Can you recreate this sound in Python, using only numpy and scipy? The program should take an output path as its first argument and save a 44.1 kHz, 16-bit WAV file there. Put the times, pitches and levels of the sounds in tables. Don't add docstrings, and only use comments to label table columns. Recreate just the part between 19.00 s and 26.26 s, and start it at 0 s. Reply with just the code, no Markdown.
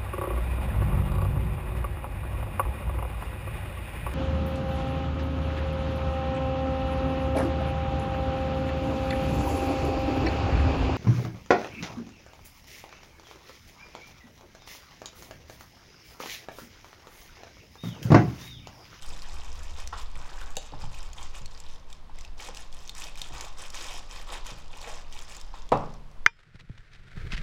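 import sys
import numpy as np
from scipy import signal
from scipy.fft import rfft, irfft, next_fast_len
from scipy.io import wavfile
from scipy.ndimage import uniform_filter1d

SR = 44100
rng = np.random.default_rng(int(sys.argv[2]) if len(sys.argv) > 2 else 0)


def wav_record(signal):
    frames = np.transpose(np.atleast_2d(signal))
    bounded = np.clip(frames, -1, 1)
    quanta = np.round(bounded * 32767).astype(np.int16)
    wavfile.write(sys.argv[1], SR, quanta)


N = 320166

# (frequency [Hz], relative level per Hz [dB])
FILM_SPECTRUM = [(500, -18), (1300, -5), (1900, -4.5), (2500, 0), (3500, -0.5), (4300, -4.5), (5600, -1.5),
                 (7300, -2.5), (8800, -9.5), (12500, -14.5), (16000, -20.5)]


def gloves():
    level_db = hand_effort(column=0)
    speed = amp(level_db + 47)
    fold_rate_hz = np.clip(2500 * speed, 70, 6000)
    pop_rate_hz = np.clip(800 * speed, 50, 2000)
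    folds = grains(fold_rate_hz, hz=5294, spread=1.705, cycles=0.576, size_db=4.0, glide=0, size=128)
    pops = grains(pop_rate_hz, hz=3413, spread=1.36, cycles=2.3, size_db=4.0, glide=0.062, size=320)
    firm = patchy(coloured(folds + amp(-3.5) * pops, FILM_SPECTRUM), depth_db=1.6)
    light = coloured(firm, [(1500, -3.0), (5000, 9.5), (8000, -2.5), (15000, -6)])
    firm_share = np.clip(2.68 * speed, 0, 1)
    film = steadied(firm_share * firm + (1 - firm_share) * light, seconds=0.0312)
    return in_kitchen(amp(level_db) * film, wet_db=-9, near_db=-5)


# (frequency [Hz], relative level per Hz [dB])
WET_SPECTRUM = [(120, -11), (300, -8.5), (450, -5.5), (700, -4), (1080, 0), (1400, -7.5), (2000, -10),
                (3500, -10.5)]


def squelch():
    level_db = hand_effort(column=1)
    bubbles = grains(900, hz=889.2, spread=1.3645, cycles=2.57, size_db=3.5, glide=0.152, size=640)
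    bubbles = steadied(coloured(bubbles, WET_SPECTRUM), seconds=0.0276)
    return in_kitchen(amp(level_db) * bubbles, wet_db=-7, near_db=-11.0)


# (time [s], level [dB], pitch [Hz])
FILM_SNAPS = [(.023, -30.5, 4000), (0.2207, -31, 4740), (0.8747, -24.5, 5860), (1.1555, -35, 2290),
              (1.414, -32, 2930), (1.5551, -36, 2660), (2.132, -31.5, 6800), (2.459, -30, 4261),
              (2.602, -32.5, 7750), (2.928, -32, 3580), (3.1871, -34, 2131), (3.21, -34.5, 5944),
              (3.249, -31, 2660), (3.489, -31.5, 5762), (3.5476, -31, 6205), (3.5719, -28.5, 2860),
              (3.7271, -34.5, 3309), (3.8767, -31, 6520), (3.8944, -22.5, 3596), (3.9507, -29, 5700),
              (4.0198, -26.5, 2590), (4.041, -26, 5870), (4.156, -32, 2400), (4.175, -32.5, 3930),
              (4.217, -19, 3665), (4.4094, -22, 6601), (4.703, -29, 5550), (4.7541, -27, 6063),
              (5.8154, -30.5, 4409), (6.1253, -30.5, 3125), (6.19, -30, 3300), (6.3225, -34, 2700),
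              (6.367, -30, 7195), (6.413, -31, 5208), (6.6909, -36.5, 3439), (6.774, -36, 5342),
              (6.94, -40.5, 6000), (7.114, -48, 4400)]


def snaps():
    out, t = np.zeros(N), np.arange(SR // 50) / SR
    for s, db, hz in FILM_SNAPS:
        tone = np.sin(2 * np.pi * hz * t) * np.exp(-hz * t / 4.13)
        tick = 0.81 * rng.standard_normal(len(t)) * np.exp(-t / 0.00187)
        add(out, s, amp(db) * (tone + tick))
    out = coloured(out, [(200, -9.5), (1200, -13.5), (2800, -3.5), (7500, -1.5), (9500, -10.5), (15000, -20.5)])
    return in_kitchen(out, wet_db=-12.5, near_db=-10.5)


# (time [s], level [dB], starting pitch [Hz])
MEAT_PLOPS = [(.927, -29.5, 1301), (0.9297, -30, 984), (.938, -31.5, 1081), (.993, -38.5, 1004),
              (1.414, -35, 1453), (1.724, -37, 574), (1.736, -36.5, 902), (1.838, -39, 867),
              (2.195, -41.5, 1097), (3.096, -44, 904), (3.486, -35.5, 951.3), (3.489, -36, 506),
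              (5.322, -35.5, 939.2), (5.875, -32.5, 589.9), (6.54, -35.5, 948.7)]


def plops():
    out, t = np.zeros(N), np.arange(SR // 12) / SR
    for s, db, hz in MEAT_PLOPS:
        tone = np.sin(2 * np.pi * hz * t * (1 + 2.5 * t))
        pocket = tone * np.exp(-hz * t / 2.28) * (1 - np.exp(-t / 0.00033))
        spatter = softened(rng.standard_normal(len(t)), hz * 2.27) * np.exp(-t / 0.0194)
        spatter -= softened(spatter, hz / 3)
        add(out, s, amp(db) * (crest(pocket) + 0.319 * crest(spatter)))
    return in_kitchen(out, wet_db=-2.5, near_db=-1.5)


# (time [s], level [dB], pitch [Hz])
KNOCK_CONTACTS = [(6.7193, -15, 638.5), (6.722, -2, 720), (6.7266, -6, 1110), (6.73, -2.5, 1375),
                  (6.7432, -30.5, 900), (6.7503, -21, 805), (6.774, -18.5, 1090), (6.838, -19, 760),
                  (6.874, -25.5, 553.8)]
# (frequency [Hz], relative level [dB], t60 [s])
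TABLE_MODES = [(116.22, -3.5, 0.8327), (147, -4, 0.8214), (171.6, -3.5, 0.67), (221.7, -2, 0.649),
               (298.8, -6.5, 0.42), (391.3, 0.5, 0.15), (491, 1, 0.2615), (516.6, -17.5, 0.4285),
               (667, 0, 0.26), (764.7, -6.5, 0.46), (832.5, 3, 0.354), (865, -12.5, 0.37), (1043, 0, 0.264),
               (1085.3, 5, 0.26), (1190, -2, 0.216), (1830, -17, 0.235), (2450, -17, 0.156),
               (2665, -7.5, 0.158), (3794, -14.5, 0.212)]
# (frequency [Hz], relative level [dB])
THUD_SPECTRUM = [(40, -9.5), (80, -7.5), (130, -0.5), (320, -3), (500, 3), (1150, 1.5), (1600, -16),
                 (2700, -20.5), (4200, -29.5), (7500, -40), (15000, -63)]


def knock():
    blows, out, t = np.zeros(N), np.zeros(N), np.arange(SR * 3 // 4) / SR
    for s, db, hz in KNOCK_CONTACTS:
        add(blows, s, amp(db) * np.sin(2 * np.pi * hz * t) * np.exp(-hz * t / 0.55))
    out += amp(-8.5) * crest(coloured(blows, THUD_SPECTRUM))
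    fading = np.exp(-t / 0.0126) + amp(-5.5) * amp(-60 * t / 0.477)
    shudder = unit(coloured(rng.standard_normal(len(t)), THUD_SPECTRUM)) * fading
    crack = softened(rng.standard_normal(len(t)), hz=3300) * np.exp(-t / 0.0059)
    modes = ring(TABLE_MODES, t, scatter_db=-1.5) * (1 - np.exp(-t / 0.00156))
    first_contact_s = KNOCK_CONTACTS[0][0]
    add(out, first_contact_s, amp(-20) * shudder + amp(-24.5) * crack + amp(-31.5) * modes)
    return out


# (time [s], level [dB])
BOX_CLACKS = [(1.5684, -27.5), (1.577, -40.5), (1.5837, -41.5), (1.593, -52)]
# (frequency [Hz], relative level [dB], t60 [s])
BOX_MODES = [(458.9, -18.5, 0.0501), (515.8, -15.5, 0.14), (611, -14.5, 0.069), (785.8, -13, 0.057),
             (952, -16.5, 0.036), (1691, -18.5, 0.065), (2836, 1.5, 0.0127), (3050, -18, 0.086),
             (3419, -13, 0.061), (3784, -4.5, 0.033), (4510, -2, 0.0086), (6220, 1.5, 0.0063),
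             (7300, 1, 0.0069), (7870, -4, 0.0088), (10240, -3.5, 0.0062)]


def box_clack():
    out, t = np.zeros(N), np.arange(SR // 6) / SR
    for s, db in BOX_CLACKS:
        crack = 1.22 * rng.standard_normal(len(t)) * np.exp(-t / 0.00091)
        add(out, s, amp(db) * (ring(BOX_MODES, t, scatter_db=1.0) + crack))
    out = coloured(out, [(800, 7), (1400, 3.5), (2300, -5), (2800, -1.5), (7800, 2), (9000, -2.0), (15000, -8)])
    return in_kitchen(out, wet_db=-9.5, near_db=-8.0)


# (time [s], level [dB], brightness [Hz])
TABLE_BUMPS = [(0.119, -41, 403), (1.149, -42.5, 126), (1.729, -36, 169), (1.825, -32, 102),
               (2.41, -41, 171.1), (4.304, -37, 505), (4.338, -37, 55.04), (5.517, -39.5, 331.5)]


def bumps():
    out, t = np.zeros(N), np.arange(SR // 2) / SR
    for s, db, hz in TABLE_BUMPS:
        shudder = softened(rng.standard_normal(len(t)), hz * 2.5) * amp(-60 * t / 0.092)
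        shudder -= softened(shudder, hz / 4)
        modes = softened(ring(TABLE_MODES, t, scatter_db=1), hz) * amp(-60 * t / 0.96)
        bump = amp(1.5) * crest(shudder) + amp(-3.5) * crest(modes)
        add(out, s, amp(db) * softened(bump, hz * 1.44))
    return in_kitchen(out, wet_db=-10.5, near_db=-14)


# (start [s], length [s], level [dB])
MEAT_SHOVES = [(.04, 0.074, -47), (.3, 0.903, -44), (1.33, 0.176, -51.5), (1.7, 0.697, -51.5),
               (3.15, 0.152, -51.5), (4.31, 0.079, -44), (6.7, 0.086, -40)]
# (frequency [Hz], relative level per Hz [dB])
RUMBLE_SPECTRUM = [(2, -12.5), (7, 7), (14, 1.5), (22, -10.5), (30, -7), (42, -30), (70, -34), (150, -88)]
JOSTLE_SPECTRUM = [(25, -29), (52, 7.5), (76, 0.5), (100, -22.5), (200, -26.5), (400, -46), (1000, -76.5)]
AIR_SPECTRUM = [(59, -28.5), (100, -5), (113, -3.5), (236, -3.5), (407, -9.5), (452, -7.5), (1070, -11),
                (2130, -15.5), (2420, -15.5), (4350, -20.5), (8000, -30.5), (12200, -36.5), (15000, -72)]
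REST_JOSTLE_DB = -54
RUMBLE_EASE_START_S, RUMBLE_EASE_LENGTH_S = 2.325, 0.38
RUMBLE_EARLY_DB, RUMBLE_LATE_DB = -32, -36


def background():
    t = np.arange(N) / SR
    ease_s = [RUMBLE_EASE_START_S, RUMBLE_EASE_START_S + RUMBLE_EASE_LENGTH_S]
    rumble_db = np.interp(t, ease_s, [RUMBLE_EARLY_DB, RUMBLE_LATE_DB])
    rumble = amp(rumble_db) * steadied(noise(RUMBLE_SPECTRUM), seconds=0.458)
    jostle_db = effort(MEAT_SHOVES, REST_JOSTLE_DB)
    jostle = amp(jostle_db) * steadied(noise(JOSTLE_SPECTRUM), seconds=0.0765)
    hum = amp(-62) * np.sin(2 * np.pi * 149.5 * t)
    fan = amp(-63.0) * noise([(200, -19.0), (450, -6.0), (700, -5), (1100, -3.0), (1400, -16.5), (3000, -37)])
    air = amp(-60) * noise(AIR_SPECTRUM)
    return rumble + jostle + hum + fan + air


# (start [s], length [s], glove crinkle level [dB], wet squelch level [dB])
HAND_STROKES = [(0.0, 0.19, -52.5, -56), (0.202, 0.2563, -54, -54.5), (.45, 0.292, -55.5, -58),
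                (.75, .07, -49.5, -51), (0.949, 0.0672, -49, -62.5), (1.129, 0.3764, -57, -52),
                (1.591, .1, -57.5, -61.5), (1.785, 0.0516, -51.5, -51), (1.9, 0.151, -53.5, -56),
                (2.148, 0.1008, -50, -51.5), (2.32, 0.0628, -50.5, -53.5), (2.489, 0.133, -57.5, -62.5),
                (2.62, 0.1376, -57.5, -63.5), (2.873, 0.0633, -59, -66), (3.129, .135, -60.5, -62),
                (3.369, 0.1082, -47.5, -51), (3.527, 0.0968, -51.5, -57.5), (3.709, 0.1833, -57, -61),
                (3.94, 0.1342, -47, -52), (4.152, 0.119, -50, -56.5), (4.309, 0.1603, -49, -48),
                (4.561, 0.0984, -48, -50.5), (4.716, 0.15, -44.5, -49.5), (4.848, 0.1337, -46, -49.5),
                (5.074, .14, -50, -53), (5.259, 0.1091, -49, -46), (5.306, 0.0412, -45.5, -44),
                (5.435, 0.0743, -46.5, -49), (5.542, 0.067, -59, -60), (5.698, 0.2972, -53, -53.5),
                (5.8, 0.139, -52, -51), (5.855, 0.0264, -56, -45), (6.107, 0.1218, -52, -56),
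                (6.259, 0.1286, -52, -56), (6.52, 0.099, -58, -60), (6.716, 0.236, -65.5, -63.5)]
# (time [s], level [dB])
LIGHT_CONTACT = [(0.0, -61.5), (2.4, -61.5), (2.9, -74), (3.3, -74), (4.2, -61), (5.2, -62), (6.4, -62),
                 (7.0, -77)]


def hand_effort(column):
    contact_db = np.interp(np.arange(N) / SR, *np.transpose(LIGHT_CONTACT))
    strokes = [(start, length, levels[column]) for start, length, *levels in HAND_STROKES]
    return effort(strokes, contact_db)


ATTACK_S, RELEASE_S = .03, .03
ARCH_DB = 1.58


def effort(strokes, rest_db):
    t = np.arange(N) / SR
    power = np.full(N, amp(rest_db) ** 2)
    for start, length, db in strokes:
        age = t - start
        grip = np.clip(age / ATTACK_S, 0, 1) * np.exp(-np.maximum(age - length, 0) / RELEASE_S)
        arch_db = ARCH_DB * (np.sin(np.pi * np.clip(age / length, 0, 1)) - .5)
        power += (grip * amp(db + arch_db)) ** 2
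    return 10 * np.log10(power)


# (frequency [Hz], t60 [s])
KITCHEN_DECAY = [(120, 0.706), (500, 0.413), (1200, 0.424), (4000, 0.56), (12000, 0.218)]


def in_kitchen(x, wet_db, near_db):
    hz, t, z = signal.stft(rng.standard_normal(SR * 3 // 4), SR, nperseg=256)
    decay_db = -60 * t / along(KITCHEN_DECAY, hz)[:, None]
    tail = signal.istft(z * amp(decay_db), SR, nperseg=256)[1]
    age = np.arange(len(tail)) / SR
    tail *= 1 - np.exp(-age / 0.00187)
    near = rng.standard_normal(len(tail)) * age * amp(-60 * age / 0.01433)
    answer = amp(wet_db) * tail / np.linalg.norm(tail) + amp(near_db) * near / np.linalg.norm(near)
    return x + signal.fftconvolve(x, softened(answer, hz=9000))[:N]


def grains(rate, hz, spread, cycles, size_db, glide, size):
    start = np.flatnonzero(rng.random(N) < rate / SR)
    chance = rng.random((len(start), 4))
    pitch = np.clip(hz * np.exp(spread * (chance[:, :1] + chance[:, 1:2] - 1)), 50, SR / 2.5)
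    strength = amp(size_db * np.minimum(-np.log(1 - chance[:, 2:3]), 5))
    age = pitch * np.arange(size) / SR / cycles
    turns = cycles * age * (1 + glide * np.tanh(age / 2))
    wave = strength * pitch * np.exp(-age) * np.sin(2 * np.pi * turns)
    wave *= np.sign(chance[:, 3:] - .5)
    place = start[:, None] + np.arange(size)
    return unit(np.bincount(place.ravel(), wave.ravel(), N + size)[:N])


def patchy(x, depth_db):
    z = signal.stft(x, nperseg=256)[2]
    field = uniform_filter1d(uniform_filter1d(rng.standard_normal(z.shape), 7, 0), 9, 1)
    return signal.istft(z * amp(depth_db * unit(field)), nperseg=256)[1][:N]


def steadied(x, seconds):
    width = max(int(seconds * SR), 2)
    power = uniform_filter1d(uniform_filter1d(x ** 2, width), width)
    return x / np.sqrt(np.abs(power) + 1e-4)


def ring(modes, t, scatter_db):
    out = np.zeros(len(t))
    for k, (hz, db, t60) in enumerate(modes):
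        level_db = db + scatter_db * rng.normal() - 60 * t / t60
        out += (-1) ** k * amp(level_db) * np.sin(2 * np.pi * hz * t)
    return out


def noise(spectrum):
    return unit(coloured(rng.standard_normal(N), spectrum))


def coloured(x, spectrum):
    m = 2 * next_fast_len((len(x) + SR // 2) // 2)
    gain = amp(along(spectrum, np.fft.rfftfreq(m, 1 / SR)))
    cepstrum = irfft(np.log(gain), m)
    cepstrum[1:m // 2] *= 2
    cepstrum[m // 2 + 1:] = 0
    return irfft(rfft(x, m) * np.exp(rfft(cepstrum)), m)[:len(x)]


def softened(x, hz):
    return signal.sosfilt(signal.butter(2, min(hz, SR / 3), fs=SR, output="sos"), x)


def along(points, hz):
    f, v = np.transpose(points)
    return np.interp(np.log(hz + 1), np.log(f + 1), v)


def amp(db):
    return 10 ** (np.asarray(db) / 20)


def unit(x):
    return x / np.sqrt(np.mean(x ** 2) + 1e-20)


def crest(x):
    return x / np.abs(x).max()


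def add(track, s, x):
    part = track[max(round(s * SR), 0):][:len(x)]
    part += x[:len(part)]


def scene():
    hands = gloves() + squelch() + snaps() + plops()
    hits = box_clack() + bumps() + knock()
    return (hands + hits + background())[None]


TOP_HZ = 15950


def record(dry):
    m = next_fast_len(N + SR // 2)
    passed = np.fft.rfftfreq(m, 1 / SR) < TOP_HZ
    return irfft(rfft(dry, m) * passed, m)[..., :N]


dry = scene()
out = record(dry)
wav_record(out)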